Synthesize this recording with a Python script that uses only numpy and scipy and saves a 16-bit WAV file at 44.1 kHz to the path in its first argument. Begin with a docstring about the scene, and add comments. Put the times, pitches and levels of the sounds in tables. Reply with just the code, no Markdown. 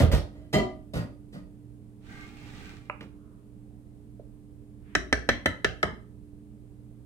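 """A wooden spoon stirs thick soup in the ceramic crock of a slow cooker: trains of stick-slip blows ring crock and blade.
Six raps of the handle on the rim follow, each a crack with a rattle and the damped modes of the spoon.
Between them a push slides the cooker over the counter as rubbing noise, grit and housing resonances; light bumps
clatter and clink, and soup swishes as soft bands of noise. Motor lines hum over low air noise.
A small kitchen answers the strokes, raps, bumps and grit with quick reflections and a fading tail."""
import sys
import numpy as np
from scipy import signal
from scipy.fft import rfft, irfft
from scipy.io import wavfile
from scipy.ndimage import uniform_filter1d, map_coordinates

SR = 44100
rng = np.random.default_rng(int(sys.argv[2]) if len(sys.argv) > 2 else 0)


def waveform_to_disk(signal):
    """Save audio, clipped to [-1, 1], as 16-bit WAV at the path in sys.argv[1]."""
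    frames = np.transpose(np.atleast_2d(signal))
    scaled = np.clip(frames, -1, 1) * 32767
    samples = np.round(scaled).astype(np.int16)
    wavfile.write(sys.argv[1], SR, samples)


N = 310905
TIME = np.arange(N) / SR
SHORT = TIME[:SR // 2]  # time axis of one short event [s]

# Motor lines: (frequency [Hz], level [dB])
MOTOR_LINES = [(59.2, -62), (80.7, -65), (118.4, -55), (209.9, -67), (296.1, -55.5), (355.3, -74),
               (414.5, -70), (640.6, -85)]
# Colour of the kitchen air: (frequency [Hz], relative level [dB])
AIR_COLOUR = [(12, -46.5), (22, -6), (32, -1.5), (113, -6.5), (137, -6.5), (162, -8), (209, 2),
              (247, -10.5), (300, -10.5), (345, -16.5), (419, -14), (586, -24.5), (1350, -37),
              (5950, -47.5), (9300, -41.5), (15800, -53)]
# Stereo balance of the air: (frequency [Hz], left minus right [dB])
AIR_BALANCE = [(60, -13.5), (110, -8), (200, -2), (700, -4), (1500, 0)]
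AIR_DB = -51

# Fade of the kitchen: (frequency [Hz], t60 [s])
ROOM_T60 = [(80, 0.33), (300, 0.43), (1000, 0.36), (2000, 0.33), (6000, 0.3), (14000, 0.2)]
# Likeness of the two channels in diffuse sound: (frequency [Hz], correlation [0-1])
LIKENESS = [(100, 1), (300, 0.76), (700, 0.3), (1300, 0.0096)]
RIGHT_LAG_MS = 0.14

# Hand pushing the cooker over the counter: (time [s], attack [s], length [s], level [dB])
PUSHES = [(1.982, 0.12, 0.26, -45), (2.207, 0.24, 0.5, -45)]
# Colour of the feet rubbing the counter: (frequency [Hz], relative level [dB])
SLIDE_COLOUR = [(200, 13), (450, -2), (650, -6.5), (820, 2), (1050, -11), (1200, 0.5), (1350, -8),
                (1550, -3), (2400, -4), (3200, -8.5), (5000, -15), (9000, -19), (10500, -31), (15000, -26)]
# Resonances of the cooker housing: (frequency [Hz], width [Hz], level against the rubbing [dB])
HOUSING = [(810, 70, -27), (1170, 38, -22.5), (1370, 83, -22), (1556, 100, -15), (1920, 50, -24),
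           (2130, 66, -19), (2410, 78, -22), (2670, 60, -20.5), (3200, 150, -23)]
PUSH_RELEASE_S = 0.099  # coasting to rest
RUB_DB, FRICTION_DB, CATCH_DB = -1, 0.5, 0.5  # plain rubbing; its fast unevenness; slower catching of the feet
HOUSING_DRIFT, HOUSING_FLICKER_DB = 0.016, 6.5  # the load shifts their pitch [share] and strength
GRAINS_PER_S, GRAIN_SPREAD_DB, GRAIN_DB = 260, 7.5, -14  # specks of grit catching under the feet

# Soup parting around the spoon: (time of peak [s], level [dB], half length [s], centre [Hz], width [octaves])
SWISHES = [(3.277, -70.5, 0.17, 1160, 0.25), (3.756, -74, .25, 630, 0.31), (4.944, -63, 0.091, 1620, 0.62)]

# Small bumps around the cooker:
# (time [s], energy [dB], centre [Hz], width [octaves], t60 [s], low thud [dB], ring [dB])
BUMPS = [(2.8983, -15, 1340, 0.39, 0.005, -17, 13), (3.008, -17, 1620, 0.69, 0.047, 5.5, -11),
         (3.026, -24.5, 1100, 1, 0.092, 10, -29), (4.195, -17.5, 506, 0.27, 0.06, -9, -33)]
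# Modes of what is bumped, perhaps a dish: (frequency [Hz], relative level [dB], t60 [s])
DISH = [(610, -2.5, 0.07), (759, -11, 0.1), (1010, 1, 0.02), (1170, -3.5, 0.085), (1270, -2, .014),
        (1790, -13, 0.013), (1990, -7, .012), (2550, -12, .008), (2900, -12, .012)]

# Spoon handle rapped on the rim: (time [s], energy [dB], crack [dB], place along the handle [-1 to 1])
RAPS = [(4.9508, 9.5, -7, -0.5), (5.1266, 10, -7.5, -0.61), (5.2892, 10, -4, -0.53), (5.4583, 9, -6, 0.065),
        (5.6451, 8.5, -6, -0.16), (5.8287, 9, -9.5, 0.68)]
# Modes of the spoon against the rim:
# (frequency [Hz], relative level [dB], t60 [s], gain per unit of place [dB])
SPOON = [(221.4, -20, 0.075, 10.5), (272, -7.5, 0.038, -3.5), (404, -7, 0.047, -2.5),
         (543, -7.5, 0.026, -1), (636, -10.5, 0.071, -0.5), (696, -15, 0.12, 2), (1268, -6, 0.026, 4),
         (1484, -13, 0.042, -0.5), (1555, -8.5, 0.07, -4), (1755, -1, 0.05, 0), (1853, -7.5, 0.06, -1),
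         (1993, -1.5, 0.012, -3), (2290, -13, 0.029, -6.5), (3073, -10.5, 0.013, -1.5),
         (3966, -15, 0.029, -4.5), (5860, -15.5, .012, -7)]
# Colour of the crack at the contact: (frequency [Hz], relative level [dB])
CRACK = [(15, -29.5), (50, -21), (130, 2), (600, 9), (1000, 2), (1800, -3.5), (2600, 2.5), (3200, -4),
         (4000, -4.5), (4900, -5), (5800, -4), (6900, -16), (7700, -11), (9500, -15.5), (11000, -23.5),
         (15000, -32)]
REBOUND_SHARE, RATTLE_DB = 0.5, -12.5  # chatter against the blow; rattle against the crack

# Spoon dragging on the crock under the soup:
# (time [s], level [dB], bite [s], length [s], thump [dB], thump tilt [dB per octave],
#  crock ring [dB], blade ring [dB], grit [dB])
STROKES = [(0.000, -18, 0.00037, 0.024, 7, -2, -14.5, -26, -16),
           (0.115, -25, 0.004, 0.046, 8, -5, -30, -17.5, -11),
           (0.322, -56.5, 0.017, 0.13, 8, -5, -5.5, -29, -21),
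           (0.527, -26, 0.012, 0.032, 3, 5, 7.5, -14.5, -10),
           (0.577, -29, 0.0018, 0.022, -6, -8, 3.5, -21, -21.5),
           (0.934, -31.5, 0.0077, 0.059, 4.5, 3.5, -14, -13, -14.5),
           (1.323, -46.5, 0.0067, 0.051, 6, 5.5, -13, -10.5, -13)]
# Colour of the soup-damped body: (frequency [Hz], relative level [dB])
BODY = [(30, -22), (70, -25), (120, 6.5), (175, 5), (250, -0.5), (400, -3.5), (580, 1.5), (800, -12.5),
        (1000, -14.5), (2000, -19), (3000, -31), (8000, -44.5)]
# Colour of wood grain on the glaze: (frequency [Hz], relative level [dB])
GRIT = [(500, -27), (1500, 2), (2600, 3.5), (3600, 4), (5000, 0.5), (7000, -6.5), (9500, -3.5),
        (11000, -11), (13000, -6.5), (16000, -27)]
# Modes of the filled crock: (frequency [Hz], relative level [dB], t60 [s])
CROCK = [(200, -2, .15), (232, 1, .2), (256, 2, .25), (312, -3, .12), (369, 1, .28), (405, -2, .26),
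         (490, -5, .1), (576, -3, .18), (630, 3.5, .24), (689, -1.5, .16), (757, -2, .14), (984, -9, .16),
         (1184, -12, .38), (1228, -10, .14), (1384, -19, .12), (1659, -15, .18), (1870, -15, .1),
         (1960, -6, .06), (2021, -1, .11), (2110, -10, .07), (2335, -16, .12), (2740, -15, .1),
         (3092, -6.5, .08), (3145, -10.5, .04), (3210, -11, .1), (3980, -15, .06), (4270, -13, .08),
         (4550, -17, .04), (4990, -19, .04), (5180, -17, .045), (5910, -20, .035), (6700, -20, .04),
         (7000, -21, .04), (7430, -23, .07)]
# Modes of the blade pressed against the wall: (frequency [Hz], relative level [dB], t60 [s])
BLADE = [(947, -7, 0.041), (1248, 4.5, 0.12), (1373, -8.5, 0.08), (1457, 0, 0.067), (1920, -2, 0.044),
         (2096, -23.5, 0.12), (3730, -21, 0.027), (4100, -21, 0.057), (4710, -10, 0.079)]
# Modes of the cooker rocking on its feet: (frequency [Hz], relative level [dB], t60 [s])
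FEET = [(50, -10.5, 0.22), (60, 2, 0.4), (81, -0.5, .22), (102.5, -1, .22), (118, -10, 0.17),
        (168, -6, .16), (188, -10, 0.21), (280, -10, 0.089)]
CHATTER_DB, CHATTER_PER_S = 3.5, 170  # the blade grips and lets go
PRESS_DRIFT = 0.0076  # changing pressure bends the crock's pitch [share]

LEFT_BASS_CUT_HZ, TOP_HZ = 86, 15850


def undb(db):
    """Decibels to gain."""
    return 10 ** (np.asarray(db) / 20)


def along(points, hz):
    """Read (frequency, value) points on a log-frequency axis."""
    f, value = np.transpose(points)
    return np.interp(np.log(np.maximum(hz, 1)), np.log(f), value)


def bins(size):
    """Frequencies of a real spectrum [Hz]."""
    return np.arange(size // 2 + 1) * SR / size


def unit(x):
    """Scale to energy 1."""
    return x / np.sqrt(np.sum(x ** 2))


def pan(db):
    """Left and right gains for a left-minus-right level."""
    return undb(np.array([[db], [-db]]) / 2)


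def add(track, s, sound):
    """Mix a sound in at time s."""
    start = max(int(s * SR), 0)
    track[..., start:start + sound.shape[-1]] += sound[..., :N - start]


def wander(per_s, size=4096):
    """Random values, so many a second, joined by straight lines."""
    return np.interp(TIME * per_s, np.arange(size), rng.standard_normal(size))


def bend(x, share, per_s):
    """Let the pitch of a ringing sound waver."""
    clock = np.cumsum(1 + share * wander(per_s)[:len(x)])
    return map_coordinates(x, [clock - 1], order=3)


def band(centre_hz, octaves):
    """Colour points of one broad resonance."""
    hz = np.geomspace(30, 16000, num=60)
    offset = np.log2(hz / centre_hz) / octaves
    return np.transpose([hz, -18 * np.log10(1 + (offset / 1.3) ** 4)])


def click(points, size=4096):
    """Minimum-phase impulse response of a given colour: its energy comes as early as it can."""
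    cepstrum = irfft(np.log(undb(along(points, bins(size)))))
    # fold the cepstrum forward in time to make the response causal
    cepstrum[1:size // 2] *= 2
    cepstrum[size // 2 + 1:] = 0
    return irfft(np.exp(rfft(cepstrum)))


def drive(force, response):
    """A force played through a response, energy 1."""
    return unit(signal.fftconvolve(force, response)[:len(SHORT)])


def even(x, width_hz):
    """Spread a sound's energy evenly over frequency, keeping its timing and fine grain."""
    smoothing = max(int(width_hz * len(x) / SR), 1)
    power = uniform_filter1d(np.abs(rfft(x)) ** 2, smoothing)
    inverse = np.transpose([bins(len(x)), -10 * np.log10(power + 1e-12)])
    return unit(signal.fftconvolve(x, click(inverse))[:len(x)])


def burst(t60):
    """White noise that dies away."""
    noise = rng.standard_normal(len(SHORT))
    return even(noise * undb(-60 * SHORT / t60), width_hz=350)


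def ring(force, modes, detune, scatter_db):
    """Damped modes shaken by a force; the place of contact changes their pitch and strength a little."""
    chance = rng.standard_normal((len(modes), 2))
    out = 0
    for (hz, db, t60), (pitch_chance, level_chance) in zip(modes, chance):
        tone = np.sin(2 * np.pi * hz * (1 + detune * pitch_chance) * SHORT)
        mode = drive(force, undb(-60 * SHORT / t60) * tone)
        # neighbouring modes swing in opposite senses
        out = undb(db + scatter_db * level_chance) * mode - out
    return unit(out)


def diffuse(size):
    """Spectra of noise from all around: alike in the bass, unrelated in the treble."""
    alike = np.clip(along(LIKENESS, bins(size)), 0, 1)
    mid, side = rfft(rng.standard_normal((2, size))) * np.sqrt([1 + alike, 1 - alike])
    return np.array([mid + side, mid - side]) / np.sqrt(2)


def wash(colour, balance):
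    """Steady stereo noise of a given colour, rms 1."""
    tilt = np.array([[0.5], [-0.5]]) * along(balance, bins(N))
    gain = undb(along(colour, bins(N)) + tilt)
    return unit(irfft(diffuse(N) * gain, N)) * np.sqrt(2 * N)


def kitchen(dry, near_db, wet_db):
    """Direct sound, earlier on the left; quick reflections off pot and stove; a tail fading band by band."""
    size = len(SHORT)
    noise, tail = diffuse(size), 0
    for own, (_, t60) in zip(np.eye(len(ROOM_T60)), ROOM_T60):
        # each band crossfades into its neighbours
        share = along([(hz, part) for (hz, _), part in zip(ROOM_T60, own)], bins(size))
        tail = tail + irfft(noise * share, size) * undb(-60 * SHORT / t60)
    near = irfft(diffuse(size), size) * np.exp(-SHORT / 0.0035)
    tail = tail * (1 - np.exp(-SHORT / 0.00086))  # soft onset
    response = np.sqrt(2) * (undb(near_db) * unit(near) + undb(wet_db) * unit(tail))
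    # direct sound
    response[0, 0] += 1
    response[1, int(RIGHT_LAG_MS * SR / 1000)] += 1
    return np.array([signal.fftconvolve(x, even(h, width_hz=123))[:len(x)] for x, h in zip(dry, response)])


def hum():
    """Motor lines waver slightly in phase and level over the low rumble of the air; the bass leans right."""
    out = undb(AIR_DB) * wash(AIR_COLOUR, AIR_BALANCE)
    knots = np.linspace(0, TIME[-1], num=30)
    for hz, db in MOTOR_LINES:
        drift, swell = (np.interp(TIME, knots, rng.standard_normal(len(knots))) for _ in range(2))
        phase = 2 * np.pi * (hz * TIME + rng.random()) + 0.23 * drift
        line = np.sqrt(2) * undb(db + 2.2 * swell) * np.sin(phase)
        out = out + line * pan(along(AIR_BALANCE, hz))
    return out


def push(s, attack, hold):
    """Speed of one push, 0-1: it builds up, holds and dies away."""
    age = np.maximum(TIME - s, 0)
    build = 1 - np.exp(-(age / attack) ** 2)
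    return build * np.exp(-np.maximum(age - hold, 0) / PUSH_RELEASE_S)


def gritty_counter():
    """Specks catch under the feet at random moments, each a small click answered by the kitchen."""
    specks = (rng.random(N) < GRAINS_PER_S / SR) * undb(GRAIN_SPREAD_DB * rng.standard_normal(N))
    colour = click(band(centre_hz=2250, octaves=0.86))
    grit = unit(signal.fftconvolve(specks, colour)[:N]) * np.sqrt(N)  # rms 1
    return kitchen(undb(GRAIN_DB) * grit * pan(-2.5), near_db=-1, wet_db=-1)


def housing():
    """The housing sings in narrow resonances: slow complex noise sets each width around a drifting pitch."""
    out = np.zeros((2, N))
    clock = np.cumsum(1 + HOUSING_DRIFT * wander(per_s=4.6)) / SR
    for hz, width_hz, db in HOUSING:
        shaken = np.array([wander(width_hz) + 1j * wander(width_hz) for _ in range(2)])
        strength = undb(db + HOUSING_FLICKER_DB * wander(per_s=9))
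        out += strength * np.real(shaken * np.exp(2j * np.pi * hz * clock))
    return out


def sliding():
    """The feet rub unevenly over the gritty counter as hard as the hand pushes, and the housing sings along."""
    speed = sum(undb(db) * push(s, attack, hold) for s, attack, hold, db in PUSHES)
    rub = undb(RUB_DB) * wash(SLIDE_COLOUR, [(200, -5.0), (2000, -3.0)])
    rub = rub + gritty_counter() + housing()
    friction = undb(FRICTION_DB * wander(per_s=85) + CATCH_DB * wander(per_s=19))
    return speed * friction * rub


def swishing():
    """Thick soup folds softly behind the blade: bands of noise that swell and sink."""
    out = np.zeros((2, N))
    for s, db, half_length, centre_hz, octaves in SWISHES:
        swell = np.exp(-((TIME - s) / half_length) ** 2)
        out += undb(db) * swell * wash(band(centre_hz, octaves), AIR_BALANCE)
    return out


def bumps():
    """Light knocks: a brief band of clatter over a low thud, and the short ring of the thing that is touched."""
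    out = np.zeros((2, N))
    for s, db, centre_hz, octaves, t60, thud_db, ring_db in BUMPS:
        force = burst(t60)
        clatter = drive(force, click(band(centre_hz, octaves)))
        clink = undb(ring_db) * ring(force, DISH, detune=0.0031, scatter_db=7)
        thud = undb(thud_db) * drive(burst(t60=0.24), click(band(centre_hz=137, octaves=1)))
        add(out, s, undb(db) * (clatter + clink + thud) * pan(-4.0))
    return kitchen(out, near_db=-10.5, wet_db=-9.0)


def rapping():
    """The handle cracks on the rim, its ring coloured by the place that hits; crock and cooker answer."""
    out = np.zeros((2, N))
    for s, db, crack_db, place in RAPS:
        blow = np.zeros(len(SHORT))
        add(blow, 0.0012, np.ones(1))
        chatter = np.roll(burst(t60=0.012), np.argmax(blow))  # starts with the blow
        modes = [(hz, part + place * gain_db, t60) for hz, part, t60, gain_db in SPOON]
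        contact = even(blow + REBOUND_SHARE * chatter, width_hz=97)
        wood = ring(contact, modes, detune=0.002, scatter_db=1)
        crack = drive(burst(t60=0.0084) * (1 - np.exp(-SHORT / 0.00033)), click(CRACK))
        rattle = undb(RATTLE_DB) * drive(burst(t60=0.055), click(CRACK))
        crock = ring(blow, CROCK, detune=0.0012, scatter_db=3.0)
        crock = undb(-21) * drive(crock, click(band(centre_hz=500, octaves=1.3)))
        thump = undb(-7.5) * ring(blow, FEET, detune=0.046, scatter_db=3.5)
        sound = undb(db) * (wood + undb(crack_db) * (crack + rattle) + crock + thump)
        add(out, s, kitchen(sound * pan(0), near_db=3.5, wet_db=-7.0))
    return out


def judder(length, slips_per_s, spread_db, rise_s):
    """Stick and slip: uneven little blows that swell quickly and die as the spoon comes free."""
    chance, size = rng.random(len(SHORT)), rng.standard_normal(len(SHORT))
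    pressure = (1 - np.exp(-SHORT / rise_s)) * np.exp(-(SHORT / length) ** 2)
    grip = undb(CHATTER_DB * wander(CHATTER_PER_S)[:len(SHORT)])
    blows = (chance < slips_per_s / SR) * np.sign(size) * undb(spread_db * np.abs(size))
    return even(blows * pressure * grip, width_hz=42)


def stirring():
    """Each drag shakes the damped crock, wakes its modes and those of the blade, and rocks the cooker."""
    out = np.zeros((2, N))
    for s, db, bite_s, length, thump_db, tilt_db, ring_db, blade_db, grit_db in STROKES:
        slips = judder(length, slips_per_s=760, spread_db=3.5, rise_s=bite_s)
        grain = judder(length, slips_per_s=5800, spread_db=4.5, rise_s=bite_s / 2)
        body = drive(slips, click(BODY))
        grit = undb(grit_db) * drive(grain, click(GRIT))
        crock = ring(grain, CROCK, detune=0.00036, scatter_db=1)
        crock = undb(ring_db) * bend(crock, PRESS_DRIFT, per_s=63)
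        blade = undb(blade_db) * ring(slips, BLADE, detune=0.0034, scatter_db=2.0)
        rocking = [(hz, part + tilt_db * np.log2(hz), t60) for hz, part, t60 in FEET]
        thump = undb(thump_db) * ring(slips, rocking, detune=0.014, scatter_db=4)
        # a longer drag carries more energy
        sound = undb(db) * np.sqrt(length * SR) * (body + grit + crock + blade + thump)
        add(out, s, kitchen(sound * pan(-0.44), near_db=0.0, wet_db=-2.0))
    return out


def scene():
    """Everything heard from above the pot."""
    return hum() + sliding() + swishing() + bumps() + rapping() + stirring()


def record(dry):
    """The left microphone is thinner in the bass; the recorder cuts the top steeply."""
    bass_cut = signal.butter(1, LEFT_BASS_CUT_HZ, "highpass", fs=SR, output="sos")
    top_cut = signal.ellip(10, 0.2, 80, TOP_HZ, fs=SR, output="sos")
    left = signal.sosfilt(bass_cut, dry[0])
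    return signal.sosfilt(top_cut, np.array([left, dry[1]]))


dry = scene()
out = record(dry)
waveform_to_disk(out)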